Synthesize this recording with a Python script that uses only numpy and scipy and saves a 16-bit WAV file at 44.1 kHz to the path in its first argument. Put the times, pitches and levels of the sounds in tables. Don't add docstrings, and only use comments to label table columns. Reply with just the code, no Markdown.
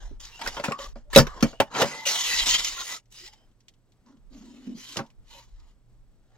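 import sys
import numpy as np
from scipy import signal
from scipy.fft import rfft, irfft, next_fast_len
from scipy.io import wavfile
from scipy.ndimage import uniform_filter1d

SR = 44100
rng = np.random.default_rng(int(sys.argv[2]) if len(sys.argv) > 2 else 0)


def waveform_to_disk(signal):
    frames = np.transpose(np.atleast_2d(signal))
    scaled = np.clip(frames, -1, 1) * 32767
    samples = np.round(scaled).astype(np.int16)
    wavfile.write(sys.argv[1], SR, samples)


N = 280917

# frequency in Hz, relative density in dB per Hz.
AIR_SPECTRUM = [(50, -13), (70, -7), (124, -6), (184, -8), (880, -24.5), (1190, -26.5), (2580, -32.5),
                (7400, -36), (8700, -41), (15900, -47.5)]
AIR_DB = -68.5
# frequency in Hz, level in dB.
HUM_TONES = [(118.4, -69.5)]
# frequency in Hz, level before pulsing in dB.
WHINE_TONES = [(8000, -85.5), (11900, -104)]
WHINE_PULSES_HZ = 27
# frequency in Hz, left-right likeness from 0 to 1.
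LIKENESS = [(100, 0.13), (250, 0.93), (600, 0.9815), (1200, .85), (2500, 0.55), (5000, 0.68), (12000, .65)]
# frequency in Hz, lead of the left in radians.
LEFT_LEAD = [(300, 0.3), (1000, .4), (2200, 1.3), (5000, 1.3), (8000, 1.8), (14000, 0.64)]

# mean frequency in Hz, width in Hz, relative level in dB.
RUB_RESONANCES = [(2004.4, 30, 0.5), (2956, 150, 4.5), (3890, 150, -4.5), (4945, 22, -8.5),
                  (5045, 12, -10.5), (7050, 150, -14.5), (7880, 43, -13)]
# frequency in Hz, relative density in dB per Hz.
GRIT_SPECTRUM = [(710, -39), (1200, -20.5), (1680, -17), (1910, -8), (2590, -7), (3210, -4), (4440, -6),
                 (5170, -5.5), (7070, -6), (8500, -19), (14800, -27), (15900, -31)]
# frequency in Hz, relative density in dB per Hz.
BODY_SPECTRUM = [(76, -38), (130, -9.5), (235, -5.5), (324, -8.5), (580, -4.5), (669, -7), (1800, -6.5),
                 (2340, -36.5), (3960, -120)]
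BODY_PER_DB = -0.163
# start, rise, hold and fall in seconds, pressure as the hold
# begins and as it ends in dB, body of the sheet at full pressure in dB, mean centre of the body in Hz.
STROKE_ROWS = [(0.0, .005, .055, 0.1217, -59, -55, -1, 786),
               (.195, .008, .19, 0.01093, -46, -53.5, -11, 932),
               (.39, .005, .076, 0.11, -45.5, -36.5, -4, 912), (.5, .03, .105, 0.008, -44, -51, -3, 863),
               (.635, .01, .036, 0.13037, -30, -46, 1.5, 877),
               (.78, .014, .052, 0.0847, -42.5, -42.5, -5.5, 976),
               (.952, .005, .01, 0.11, -61, -62, 2.5, 620), (1.1, .05, .004, 0.0044, -38, -22.5, -8, 1004),
               (1.22, .005, .195, 0.00527, -55.5, -54, 8, 1077),
               (1.45, .01, .005, 0.1456, -50, -44.5, -3.5, 607),
               (1.63, .01, 0.055, 0.023, -62.5, -65.5, 10, 780),
               (1.7, .045, .075, 0.0551, -41, -22.5, 1.5, 836),
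               (1.85, .005, .195, .005, -35, -47, -5.5, 967),
               (3.1, .025, .155, 0.036, -51.5, -46.5, -20, 896.6),
               (3.3, .03, .012, .03, -55, -60, -11, 872.3), (3.354, .005, .005, 0.23, -64.5, -70, -1, 783),
               (4.05, .012, .03, .13, -73, -68.5, 5, 1037), (4.3, .034, .4, 0.0279, -60, -62, -6.5, 574.8),
               (4.74, .04, .188, 0.00885, -48, -44.5, -16, 1052),
               (5.02, .003, .005, 0.088, -66, -60.5, 8, 894),
               (5.24, .07, .075, 0.1118, -54, -50.5, -10, 883.6),
               (5.47, .02, .225, 0.0594, -73.5, -70.5, -4, 914),
               (6.18, .15, .037, 0.0032, -76, -70.5, 4.5, 696.4)]
RISE_DB, FALL_DB = 23.5, 25
# time in seconds, pressure in dB.
SLIDE_PRESSURE = [(2.052, -35.5), (2.062, -23), (2.216, -27), (2.346, -25), (2.436, -25.5), (2.448, -34.5),
                  (2.472, -22), (2.55, -22.5), (2.576, -32), (2.598, -25), (2.62, -34.5), (2.65, -30.5),
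                  (2.664, -30.5), (2.756, -38.5), (2.808, -33.5), (2.836, -38), (2.934, -32.5),
                  (2.978, -43), (3.022, -83), (3.04, -81)]
SLIDE_BODY_DB, SLIDE_BODY_HZ = -18, 922

# time in seconds, level in dB, time to sink by 20 dB in seconds
LURCHES = [(0.071, -34.5, 0.2538), (0.219, -41.5, 0), (.49, -36.5, 0.1256), (.69, -48.5, -0.04),
           (.9, -36.5, 0.21), (1.11, -36.5, 0.0565), (1.184, -24.5, 0.1687), (1.44, -34.5, 0.1049),
           (1.6, -51, 0.23), (1.95, -53, -0.02), (2.43, -37.5, 0.3332), (2.53, -51, 0.26),
           (2.74, -42, -0.04), (2.83, -55, -0.12), (3.1, -58.5, .12), (3.25, -56, 0.22),
           (3.48, -57.5, 0.16), (3.75, -65.5, 0.27), (4.0, -57.5, 0.01), (4.28, -47.5, 0.26),
           (4.7, -61, 0.49), (5.19, -43.5, .05), (5.3, -53.5, -0.45), (5.55, -44, 0.28), (5.62, -47, -0.19),
           (5.98, -52.5, 0.5), (6.34, -57.5, 0.04)]
# frequency in Hz, relative density in dB per Hz.
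LURCH_SPECTRUM = [(12, -12.5), (20, -2.5), (33, 1), (46, -4.5), (60, -17.5), (90, -23.5), (130, -39)]
LURCH_RISE, LURCH_REST_DB = 0.49, -73.5

# start in seconds, crack, blow and thump levels in dB, decay time of the
# contact in seconds, pitch that the spot favours in Hz, the same for the thump in Hz.
KNOCK_ROWS = [(0.1094, -66.5, -62.5, -39.5, 0.0069, 464.7, 400),
              (0.4148, -30, -51.5, -63.5, 0.0097, 918, 312), (0.4616, -23.5, -33, -57.5, 0.0062, 929, 263),
              (0.4743, -21.5, -29.5, -38.5, 0.0038, 1120, 150), (0.5666, -31, -29, -58, 0.0203, 930, 366),
              (0.597, -33.5, -26, -42.5, 0.0062, 562, 248), (0.638, -23.5, -51.5, -45.5, 0.0285, 925, 258),
              (0.6828, -27.5, -23.5, -23, 0.00388, 588, 280), (0.7094, -42, -25, -47, 0.0071, 613, 293),
              (0.7197, -23.5, -33, -38, 0.00345, 1120, 240), (0.789, -36, -35, -72.5, 0.0045, 564.6, 361),
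              (0.9575, -51, -37.5, -39, .011, 617, 250), (1.1303, -25, -29.5, -49.5, 0.025, 940, 244),
              (1.1603, -1.5, 1.5, -7, 0.0038, 573, 333), (1.1666, -18.5, -4, -9.5, 0.0111, 568, 221),
              (1.1747, -7, -4.5, -9, 0.0077, 580, 220.6), (1.1835, -8.5, -9.5, -7.5, 0.00877, 576, 150.1),
              (1.1957, -16, -11.5, -12, 0.01147, 526, 144.4), (1.268, -29.5, -31, -49, 0.0069, 1170, 210),
              (1.4255, -18.5, -15, -7.5, 0.00995, 493, 241.8),
              (1.4512, -43, -32, -25.5, 0.0069, 474.8, 239.4), (1.5287, -62, -39.5, -68, 0.0088, 647, 264),
              (1.6009, -14.5, -7.5, -20, 0.006, 597.6, 274), (1.604, -25, -16, -28.5, 0.0112, 930, 263.3),
              (1.748, -26.5, -31.5, -55.5, 0.0285, 903, 392), (1.7846, -24, -34.5, -49, 0.016, 930, 398),
              (1.8148, -19, -13, -23, 0.0151, 575, 231), (1.8395, -32, -27, -27, 0.0198, 582.2, 149),
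              (4.958, -40, -36, -51, 0.0107, 726, 230), (4.9682, -28, -30, -29.5, 0.0148, 660, 221.8),
              (4.9885, -29, -26, -30.5, 0.0126, 1155, 222)]
# frequency before detuning in Hz, relative level in dB.
SHEET_MODES = [(150, -2), (190, -7), (235, 1.5), (280, 1), (332, -1.5), (400, -2.5), (484, -2), (565, 5),
               (652, 0), (780, -0.5), (930, 2), (1050, 0.5), (1165, -9), (1295, -5.5), (1410, -4),
               (1650, -12), (1940, -7), (2290, -12)]
# frequency in Hz, relative density in dB per Hz.
CRACK_SPECTRUM = [(710, -27), (1200, 2.5), (3210, -3), (4300, -8), (5460, -6.5), (10400, -23), (15100, -25),
                  (15900, -25)]
CYCLES = 19
LOWEST_HZ = 115
SPREAD_DB = 1

# start in seconds, level in dB, centre in Hz.
TICK_ROWS = [(0.202, -60.5, 2210), (0.2509, -38.5, 5990), (1.1485, -18, 2046), (1.406, -35.5, 3100),
             (2.6454, -19, 5700), (2.6828, -26, 5923), (3.0558, -66, 5810), (3.333, -50, 5099),
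             (3.514, -71.5, 3113), (3.604, -59.5, 5714), (3.682, -45.5, 3368), (3.7376, -64.5, 3020),
             (3.9197, -62, 3991), (4.0615, -65, 5065), (4.1694, -66.5, 3030), (4.9685, -24.5, 3070),
             (5.062, -57, 3160), (5.1017, -57.5, 2423), (5.5995, -60.5, 4290)]
TICK_T60_S, TICK_RISE_S = 0.054, .0015
# start and length in seconds, mean frequency in Hz, level at the middle in dB,
# swell from start to end in dB.
SQUEAL_ROWS = [(.313, 0.081, 2760, -52.5, 13), (.409, 0.038, 915.7, -39, -9.5),
               (.718, 0.0712, 1144, -39, -21), (.79, 0.093, 557, -48.5, -9), (.79, .09, 1143, -45.5, -0.5),
               (1.27, 0.079, 1149, -46.5, 3.5), (1.5, 0.1996, 2890, -61, -5.5),
               (1.767, 0.0672, 459.5, -29.5, 4), (2.058, 0.0686, 574.8, -42, -15),
               (2.296, 0.1337, 1927, -34, -13), (2.392, 0.046, 3160, -35.5, 23.5),
               (2.49, 0.0778, 1964, -34.5, 9.5), (2.5, 0.0762, 3145, -27, 5.5),
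               (2.761, 0.08, 1075, -45, -3.5), (2.77, 0.0727, 1393, -44.5, -2.5),
               (2.9, 0.0925, 1282, -50.5, 1), (3.134, 0.212, 2977, -62.5, -11),
               (3.147, 0.178, 4958, -55.5, -13), (3.35, 0.117, 3087, -73, -5.5),
               (3.35, .13, 5064, -80, -6.5), (3.272, 0.09, 847, -64.5, -1.5),
               (4.784, 0.1767, 3040, -54.5, 6.5), (4.8, 0.1686, 4120, -60, 2),
               (5.29, 0.145, 934.3, -59.5, 6), (5.33, 0.0794, 556.4, -62, 1.5),
               (1.05, 0.052, 586, -63, 5.5), (1.9, 0.1645, 2020, -43, -5), (1.92, 0.15, 899.4, -48, 4),
               (3.2, 0.062, 342, -61, 0.5), (4.46, 0.0623, 957, -67, -0.5)]
GLIDE = 0.024
# time in seconds, level in dB.
GROAN_PUSHES = [
    [(4.03, -91), (4.068, -57), (4.17, -57.5), (4.21, -70.5)],
    [(4.3, -60.5), (4.338, -48), (4.596, -50), (4.66, -51), (4.675, -33.5), (4.768, -43), (4.852, -69.5),
     (4.95, -52.5)],
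]
GROAN_HZ = 248.06

EDGE_HZ = 16075


def gain_of(db):
    return 10 ** (np.asarray(db) / 20)


def evened(x):
    return x / np.sqrt(np.mean(x ** 2) + 1e-20)


def read(points, hz):
    f, value = np.transpose(points)
    return np.interp(np.log(hz + 1), np.log(f + 1), value)


def add(mix, s, sound):
    part = mix[:, round(s * SR):][:, :sound.shape[1]]
    part += sound[:, :part.shape[1]]


def coloured(x, points):
    size = next_fast_len(x.shape[-1])
    hz = np.fft.rfftfreq(size, 1 / SR)
    inside = (hz > points[0][0]) * (hz < points[-1][0])
    gain = gain_of(read(points, hz)) * inside
    return evened(irfft(rfft(x, size) * gain, size)[..., :x.shape[-1]])


def resonate(x, hz, width):
    turn = np.exp(2j * np.pi * np.cumsum(hz * np.ones(x.shape[-1])) / SR)
    r = np.exp(-np.pi * width / SR)
    return 2 * (turn * signal.lfilter([1 - r], [1, -r], x / turn + 1e-18)).real


def above(x, hz):
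    return signal.sosfiltfilt(signal.butter(4, hz, "high", fs=SR, output="sos"), x)


def pair(x):
    size = next_fast_len(x.shape[1])
    hz = np.fft.rfftfreq(size, 1 / SR)
    left, other = rfft(x, size)
    same = np.clip(read(LIKENESS, hz), 0, 1)
    right = same * left * np.exp(-1j * read(LEFT_LEAD, hz)) + np.sqrt(1 - same ** 2) * other
    return irfft(np.array([left, right]), size)[:, :x.shape[1]]


def noise_pair(count):
    return pair(rng.standard_normal((2, count)))


def sides(db):
    return gain_of(np.array([db / 2, -db / 2])).reshape(2, -1)


def wander(count, width):
    return evened(uniform_filter1d(uniform_filter1d(rng.standard_normal(count), width), width))


def streaked(x, depth_db):
    z = signal.stft(x, nperseg=1024, noverlap=768)[2]
    field = rng.standard_normal(z.shape[1:])
    narrow = evened(uniform_filter1d(uniform_filter1d(field, size=3, axis=0), size=16, axis=1))
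    broad = evened(uniform_filter1d(uniform_filter1d(field, size=30, axis=0), size=6, axis=1))
    z = z * gain_of(depth_db * (narrow + 0.47 * broad))
    return evened(signal.istft(z, nperseg=1024, noverlap=768)[1][:, :x.shape[1]])


def room():
    air_level = gain_of(AIR_DB + 1.3 * wander(N, width=3000))
    air = air_level * coloured(noise_pair(N), AIR_SPECTRUM)
    hum = sum(gain_of(db) * evened(resonate(rng.standard_normal(N), f, 3.7)) for f, db in HUM_TONES)
    t = np.arange(N) / SR
    pulses = np.maximum(.3 + np.sin(2 * np.pi * WHINE_PULSES_HZ * t), 0)
    whine = sum(gain_of(db) * np.sin(2 * np.pi * f * t) for f, db in WHINE_TONES)
    return air + hum + pulses * whine


def rub(s, press_db, body_db, body_hz):
    t = np.arange(s[0], s[-1] + .003, 1 / SR)
    count = len(t)
    press_db = np.interp(t, s, press_db)
    body_db = body_db + BODY_PER_DB * (press_db - press_db.max())
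    body_hz = body_hz * np.exp(0.037 * wander(count, width=2500))
    clumps = gain_of(0.86 * wander(count, width=90) + 1.4 * wander(count, width=400))
    slip_size = gain_of(2.2 * np.minimum(rng.exponential(1, (2, count)), 4))
    slips = pair(rng.standard_normal((2, count)) * slip_size)
    rings = 0
    for f, width, db in RUB_RESONANCES:
        ring_hz = f * (1 + 0.006 * wander(count, width=1500))
        rings = rings + gain_of(db) * evened(resonate(slips, ring_hz, width))
    face = streaked(coloured(slips, GRIT_SPECTRUM) + 0.2 * evened(rings), 3.3)
    body = coloured(slips, BODY_SPECTRUM)
    body = evened(body + 1.2 * evened(resonate(body, body_hz, 240)))
    dull = 1 - gain_of(-.3 * np.maximum(body_db + 12.5, 0))
    sound = face - dull * above(face, 7600) + gain_of(body_db) * streaked(body, 3.2)
    fade = np.minimum(1, np.minimum(t - t[0], t[-1] - t) / .003)
    return s[0], sound * gain_of(press_db) * clumps * fade


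def stroke(s, rise, hold, fall, from_db, to_db, body_db, body_hz):
    times = s + np.cumsum(np.abs([0, rise, hold, fall]))
    return rub(times, [from_db - RISE_DB, from_db, to_db, to_db - FALL_DB], body_db, body_hz)


def bumps():
    s, db, sink = np.transpose(LURCHES)[:, :, None]
    since = (np.arange(N) / SR - s) / sink
    drop_db = 20 * np.maximum(since, -since / LURCH_RISE)
    level = gain_of(LURCH_REST_DB) + gain_of(db - drop_db).max(0)
    a, b = coloured(rng.standard_normal((2, N)), LURCH_SPECTRUM)
    lurch = np.array([0.79 * a + .5 * b, a - .5 * b])
    steady = lurch / np.sqrt(uniform_filter1d((lurch ** 2).mean(0), size=4000) + 0.08)
    return steady * level


def knock(s, crack_db, blow_db, thump_db, contact, spot_hz, thump_hz):
    t = np.arange(9000) / SR
    force = np.exp(-t / max(contact, 1e-3)) * np.minimum(t / (.0006 + .15 * contact), 1)
    chatter = noise_pair(len(t)) * force

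    hz, db = np.transpose(SHEET_MODES)[:, :, None]
    t60 = CYCLES / hz[0] * np.sqrt(hz[0] / hz)
    bend = 1 + 0.018 * rng.standard_normal(hz.shape)
    low = hz[:, 0] < 440
    octaves_off = abs(np.log2(hz / np.where(low, thump_hz, spot_hz)[:, None]))
    mode_db = db - np.minimum(35 * octaves_off, 10) - 60 * t / t60
    modes = gain_of(mode_db) * np.sin(2 * np.pi * hz * bend * t)
    radiate = signal.butter(3, LOWEST_HZ, "high", fs=SR, output="sos")
    parts = []
    for group in (modes[~low], modes[low]):
        driven = signal.fftconvolve(chatter, group.sum(0)[None])[:, :len(t)]
        parts.append(signal.sosfilt(radiate, driven))

    tail = force + 0.36 * gain_of(-60 * t / 0.11)
    tilt = 0.3016 * (crack_db + 20.0)
    brighter = [(f, db + tilt * np.log2(f / 3000)) for f, db in CRACK_SPECTRUM]
    parts.append(streaked(coloured(noise_pair(len(t)), brighter), 4.5) * tail)

    sound = 0
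    for db, part in zip((blow_db, thump_db, crack_db), parts):
        peak = np.sqrt(2 * uniform_filter1d((part ** 2).mean(0), size=120).max())
        sound = sound + gain_of(db) * part / peak
    return s, sides(SPREAD_DB * rng.standard_normal()) * sound


def tick(s, db, hz):
    t = np.arange(5000) / SR
    grit = coloured(noise_pair(len(t)), GRIT_SPECTRUM)
    puff = evened(grit + 0.47 * evened(resonate(grit, hz, 480)))
    envelope = gain_of(db - 60 * t / TICK_T60_S) * np.minimum(t / TICK_RISE_S, 1)
    return s, envelope * puff * sides(SPREAD_DB * rng.standard_normal())


def squeal(s, length, hz, db, swell_db):
    count = round(length * SR)
    along = np.linspace(-.5, .5, count)
    hz = hz * (1 + GLIDE * along)
    narrow = resonate(noise_pair(count), hz, 15 + 0.026 * hz.mean())
    tone = resonate(narrow, hz, 80 + 0.0396 * hz.mean())
    return s, gain_of(db + swell_db * along) * evened(tone) * signal.windows.tukey(count, .3)


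def slide():
    return rub(*np.transpose(SLIDE_PRESSURE), SLIDE_BODY_DB, SLIDE_BODY_HZ)


def groan(rows):
    s, db = np.transpose(rows)
    t = np.arange(s[0], s[-1], 1 / SR)
    slips = noise_pair(len(t))
    hz = GROAN_HZ * (1 + 0.076 * wander(len(t), width=1200))
    narrow = evened(resonate(resonate(slips, hz, 48.8), hz, 71.6))
    wide = evened(resonate(resonate(slips, 1.247 * hz, 120.26), 1.228 * hz, 100))
    sound = narrow + 0.103 * wide
    sound = sound / np.sqrt(uniform_filter1d((sound ** 2).mean(0), size=1500) + 0.24)
    return s[0], gain_of(np.interp(t, s, db)) * evened(sound) * signal.windows.tukey(len(t), .06)


def scene():
    mix = room() + bumps()
    for table, source in ((STROKE_ROWS, stroke), (KNOCK_ROWS, knock), (TICK_ROWS, tick), (SQUEAL_ROWS, squeal)):
        for row in table:
            add(mix, *source(*row))
    add(mix, *slide())
    for rows in GROAN_PUSHES:
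        add(mix, *groan(rows))
    return mix


def record(dry):
    clipped = np.clip(dry, -.95, .95)
    low_pass = signal.firwin(511, EDGE_HZ, window=("kaiser", 9), fs=SR)
    return signal.oaconvolve(clipped, low_pass[None], "same")


dry = scene()
out = record(dry)
waveform_to_disk(out)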